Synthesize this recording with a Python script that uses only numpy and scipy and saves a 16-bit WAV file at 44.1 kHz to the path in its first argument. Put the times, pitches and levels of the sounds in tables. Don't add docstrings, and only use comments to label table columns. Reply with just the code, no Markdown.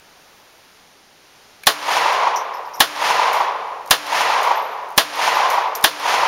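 import sys
import numpy as np
from scipy import signal
from scipy.fft import rfft, irfft
from scipy.io import wavfile
from scipy.ndimage import uniform_filter1d

SR = 44100
rng = np.random.default_rng(int(sys.argv[2]) if len(sys.argv) > 2 else 0)


def volts(x):
    e = np.asarray(x, float) / 20
    return 10 ** e


def digitize_waveform(pressure):
    field = np.atleast_2d(pressure).T
    bounded = np.clip(field, -1, 1)
    quanta = np.round(bounded * 32767).astype(np.int16)
    wavfile.write(sys.argv[1], SR, quanta)


N = 276507


def evened(x):
    return x / np.sqrt(np.mean(x ** 2) + 1e-20)


def read(points, hz):
    f, value = np.transpose(points)
    return np.interp(np.log(hz + 1), np.log(f + 1), value)


def add(mix, start_s, sound):
    part = mix[round(start_s * SR):][:len(sound)]
    part += sound[:len(part)]


def coloured(x, points):
    return irfft(rfft(x) * volts(read(points, np.fft.rfftfreq(len(x), 1 / SR))), len(x))


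def ringing(modes, t):
    return sum(volts(db - 60 * t / t60) * np.sin(2 * np.pi * hz * t) for hz, db, t60 in modes)


def reflectors(size, spread_db):
    size_db = spread_db * np.minimum(rng.exponential(1, size), 4)
    return evened(rng.standard_normal(size) * volts(size_db))


DUCK_DB, RECOVER_S = 24, .33


def gain_db(since_s):
    fall = np.clip(since_s / 0.0028, 0, 1)
    recovery = np.clip(1 - since_s / RECOVER_S, 0, 1)
    return -DUCK_DB * fall * recovery


SHOT_S = [
    1.6685,
    2.8029,
    3.9083,
    4.9775,
    5.8402,
]


def since_shot():
    t, fired = np.arange(N) / SR, np.array([-9] + SHOT_S)
    return t - fired[np.searchsorted(fired, t, "right") - 1]


# pitch_hz, level_db per Hz
HISS_COLOUR = [(7.1, -43), (12, -5), (65, -13.5), (244, -11.5), (394, -9.5), (549, -9.5), (678, -9.5),
               (788, -8.5), (1780, -12), (1940, -12), (5920, -15.5), (8010, -23), (9880, -21.5),
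               (16000, -32.5)]
HISS_DB = -49.5
# time_s, level_db
BREEZE = [(0, -58), (.15, -57), (.4, -55), (.7, -58), (1, -70), (1.6, -66)]


def air():
    t, (s, db) = np.arange(N) / SR, np.transpose(BREEZE)
    swell = evened(uniform_filter1d(uniform_filter1d(rng.standard_normal(N), 9000), 9000))
    hiss = evened(coloured(rng.standard_normal(N), HISS_COLOUR))
    hiss = hiss * volts(HISS_DB + 0.53 * swell)
    leaves = coloured(reflectors(N, 2.0), [(200, -13), (450, -5), (800, 0), (1900, -8), (3500, -18)])
    return hiss + evened(leaves) * volts(np.interp(t, s, db))


# start_s, level_db, low_db (lower treble against it)
TICKS = [(1.635, -40, 0), (2.357, -42, -8), (2.752, -45, -12), (2.768, -47, -8), (3.860, -43, 2),
         (3.875, -41, 3), (3.889, -48, 0), (4.067, -40, -6), (4.413, -43, -10), (4.625, -47, -12),
         (4.887, -50, -5), (4.904, -49, -5), (4.923, -52, -5), (4.964, -44, 3), (5.157, -39, -15),
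         (5.810, -38, 3), (5.826, -34.5, 12), (5.996, -42, -15)]
# level_db against it, t60_s
TICK_TAIL = (-1, .05)
# start_s, level_db, scatter t60_s
LANDINGS = [
    (2.128, -34, .1),
    (2.366, -37.5, 0.2),
    (2.543, -49, .1),
    (3.331, -28.5, 0.39),
    (4.430, -30.5, 0.37),
    (5.501, -26.5, 0.33),
    (5.752, -25, 0.16),
]
LANDING_LOW_DB, LANDING_TAIL_DB, TICK_TOP_DB = 3, -5, -11


def ticks(out, t):
    hits = [(*row, *TICK_TAIL) for row in TICKS]
    hits += [(s, db, LANDING_LOW_DB, LANDING_TAIL_DB, t60) for s, db, t60 in LANDINGS]
    for s, db, low_db, tail_db, t60 in hits:
        colour = [(2500, low_db - 25), (5000, low_db), (9000, 0), (13000, 0), (16000, TICK_TOP_DB)]
        tick = evened(coloured(rng.standard_normal(len(t)), colour))
        contact = volts(db - 60 * t / .015)
        scatter = volts(db + tail_db - 60 * t / t60)
        add(out, s, tick * (contact + scatter))


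# pitch_hz, t60_s
MOUTHS = [(12180, .25), (12430, .23), (12440, 0.19), (12380, 0.063)]
# start_s, level_db
RINGS = [
    [(2.36, -43), (2.538, -48), (2.655, -54), (2.738, -42)],
    [(4.288, -45), (4.51, -52), (4.555, -38), (4.635, -45), (4.71, -51), (4.815, -61)],
    [(5.345, -36), (5.485, -43), (5.517, -46), (5.61, -52), (5.67, -52)],
    [(5.754, -20)],
]


def mouth_rings(out, t):
    for (mouth_hz, t60), bounces in zip(MOUTHS, RINGS):
        for s, db in bounces:
            pair = [(mouth_hz - 40, db, t60), (mouth_hz + rng.uniform(0, 60), db - 1, t60)]
            add(out, s, ringing(pair, t) * np.clip(t / 0.0049, 0, 1))


# start_s, level_db, pitch_hz, t60_s
KNOCKS = [
    (2.36, -25, 5800, .16),
    (2.537, -40, 5300, 0.12),
    (2.569, -46, 5260, .12),
    (2.652, -44, 5200, .1),
    (2.736, -38, 5560, 0.21),
    (2.758, -44, 7200, .05),
    (4.904, -52, 7400, .04),
    (5.501, -25, 6000, .033),
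    (5.751, -29, 5840, .033),
]
KNOCK_SHARPNESS, SPREAD_HZ_S = 10, 28
# level_db, pitch_hz, width_hz, t60_s
CATCH = [(-31, 2330, 200, .06), (-42, 1660, 200, .05), (-36, 4000, 1500, .03), (-45, 1100, 400, .05)]
CATCH_S = 1.6345


def knocks(out, t):
    hz = np.fft.rfftfreq(len(t), 1 / SR)
    hits = [(s, db, f, f / KNOCK_SHARPNESS + SPREAD_HZ_S / t60, t60) for s, db, f, t60 in KNOCKS]
    hits += [(CATCH_S, *row) for row in CATCH]
    for s, db, body_hz, width_hz, t60 in hits:
        resonance = 1 / (1 + (2 * (hz - body_hz) / width_hz) ** 2)
        rattle = irfft(rfft(rng.standard_normal(len(t))) * resonance, len(t))
        add(out, s, evened(rattle) * volts(db - 60 * t / t60) * np.clip(t / 0.00084, 0, 1))


def cases():
    out, t = np.zeros(N), np.arange(14000) / SR
    ticks(out, t)
    mouth_rings(out, t)
    knocks(out, t)
    return out / volts(gain_db(since_shot()))


# pitch_hz, level_db, t60_s
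PANEL = [(298, -21, .75), (308, -29, .55), (299, -19, .12)]
# pitch_hz, level_db
BOOM = [(60, -20), (110, -3), (220, -3), (330, -14), (500, -40)]
BOOM_DB, BOOM_T60_S = -35, .5


def roof_hum(taps, t):
    boom = evened(coloured(taps, BOOM))
    return ringing(PANEL, t) + volts(BOOM_DB - 60 * t / BOOM_T60_S) * boom


# delay_s, level_db near 1 kHz
ECHO = [(.07, -32), (.14, -31), (.26, -18.5), (.37, -18), (.46, -17.5), (.54, -19), (.62, -20),
        (.72, -22.5), (1.05, -31.5)]
# pitch_hz, level_db per Hz
TREES = [(29, -77), (50, -43), (111, -34), (175, -32), (337, -29.5), (450, -10), (615, -9), (711, -7.5),
         (973, -5), (1580, -10.5), (2160, -11.5), (5810, -23.5), (7950, -32.5), (10100, -34.5),
         (16000, -50)]
THICK_S = .4
# pitch_hz, loss_db per s of delay
ABSORB = [(150, -14), (400, 2.5), (1100, -2.5), (1700, -8), (2800, -11), (5600, -20.5), (11000, -37)]
# delay_s, extra_db
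CLUMPS = [(.162, 4.5), (0.218, 5.5), (0.249, 4.5), (0.304, 5.5), (.349, 2), (0.393, 3.5), (.427, 3),
          (0.48, 3.5), (0.565, 4), (.607, 7.5), (0.675, 3), (.69, 2), (.752, 1.5), (.927, 2)]
CLUMP_S = 0.0075
# pitch_hz, share
CLUMP_SHARE = [(500, 0.77), (900, 1.45), (1500, 0.23), (3000, 0.39)]
# pitch_hz, extra_db
HEDGE = [(1200, -0.5), (3000, 1.5), (6000, 2), (11000, 4.5)]
HEDGE_S, HEDGE_DEPTH_S = .285, .05
# pitch_hz, width_hz, lift_db
GROUND = (975, 420, 7)
GRAZE_S = .44
EDGE_S, EDGE_BLUR_S = .675, .035
BEYOND_S = 0.26


def tree_echo(taps):
    hz, t, z = signal.stft(taps, SR, nperseg=512, noverlap=448)
    lift_hz, lift_width_hz, full_lift_db = GROUND
    lift_db = full_lift_db * np.exp(-(2 * (hz - lift_hz) / lift_width_hz) ** 2)
    colour = volts(read(TREES, hz) + lift_db)
    near_1khz = (hz > 600) & (hz < 1400)
    colour = colour / np.sqrt(np.sum(colour[near_1khz] ** 2) / len(hz))
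    beyond = .5 + .5 * np.tanh((t - EDGE_S) / EDGE_BLUR_S)
    path_s = t - THICK_S + BEYOND_S * beyond
    clumps_db = sum(db * np.exp(-((t - delay) / CLUMP_S) ** 2) for delay, db in CLUMPS)
    hedge = np.exp(-((t - HEDGE_S) / HEDGE_DEPTH_S) ** 2)
    shape_db = np.outer(read(ABSORB, hz), path_s)
    shape_db = shape_db + np.outer(read(CLUMP_SHARE, hz), clumps_db)
    shape_db = shape_db + np.outer(read(HEDGE, hz), hedge)
    shape_db = shape_db - np.outer(lift_db, np.clip(1 - t / GRAZE_S, 0, 1))
    z = z * colour[:, None] * volts(shape_db)
    echo = signal.istft(z, SR, nperseg=512, noverlap=448)[1][:len(taps)]
    t = np.arange(len(taps)) / SR
    return echo * volts(np.interp(t, *np.transpose(ECHO))) * np.clip(t / 0.077, 0, 1)


# pitch_hz, level_db per Hz
BLAST = [(120, -3), (200, -14), (986, 0), (1620, -4), (1770, -2.5), (2020, -8), (3620, -4), (6880, -14.5),
         (7970, -17), (9930, -14.5), (16000, -22.5)]
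# pitch_hz, t60_s
STAND_T60 = [(200, 0.22), (1000, 0.15), (3000, 0.16), (6000, 0.15), (12000, 0.15)]


def blast(taps):
    hz, t, z = signal.stft(coloured(taps, BLAST), SR, nperseg=128)
    rise_s = read([(1000, .009), (4000, .006), (9000, .001)], hz)[:, None]
    rise = np.clip((t + .001) / rise_s, 0, 1) ** 1.3
    decay = volts(-60 * t / read(STAND_T60, hz)[:, None])
    decay = decay * (1 + 1.3 * np.exp(-(t / 0.0083) ** 4))
    body = signal.istft(z * rise * decay, SR, nperseg=128)[1]
    body = signal.sosfilt(signal.butter(3, 330, "high", fs=SR, output="sos"), body)
    return body / np.sqrt(np.mean(body[:800] ** 2))


LEAD_DB = -31


def hammer(lead_s):
    clatter = coloured(rng.standard_normal(512), [(500, -11), (2000, -4), (12000, -6)])
    return volts(LEAD_DB) * evened(clatter)[:round(lead_s * SR)]


# level_db, length_s, lead_s (hammer ahead of the blast)
SHOTS = [
    (-46, .004, .0075),
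    (-16, 0.00089, 0.0073),
    (-11, .0045, 0.0081),
    (-1.5, 0.0006, .007),
    (-46, .003, 0.0064),
]


def shots():
    out, t = np.zeros(N), np.arange(56000) / SR
    trees, stand = reflectors(len(t), 2.14), reflectors(8192, 0.66)
    roof = roof_hum(trees, t)
    for s, (thump_db, thump_s, lead_s) in zip(SHOT_S, SHOTS):
        heard = tree_echo(evened(trees + .5 * reflectors(len(t), 1.9)))
        add(heard, 0, volts(-5.5) * blast(stand + 0.66 * reflectors(8192, 4.1)))
        u = t / thump_s
        heard += volts(thump_db) * (1 - u / 2) * u * np.exp(-u)
        add(out, s, heard / volts(gain_db(t)) + roof)
        add(out, s - lead_s, hammer(lead_s))
    return out


def scene():
    return (shots() + cases() + air())[None]


def roll_off(x):
    return signal.sosfilt(signal.butter(12, 16440, fs=SR, output="sos"), x)


def record(dry):
    x = np.clip(dry[0] * volts(gain_db(since_shot())), -.95, .95)
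    x = coloured(x, [(25, -6), (150, 0), (6800, 0), (7600, -5.5), (7850, -24), (7950, -24), (8050, -12),
                     (8300, -5.0), (9000, -2), (15750, 1.5), (16050, -30), (16500, -50)])
    return roll_off(np.clip(x, -1, 1)[None])


dry = scene()
out = record(dry)
digitize_waveform(out)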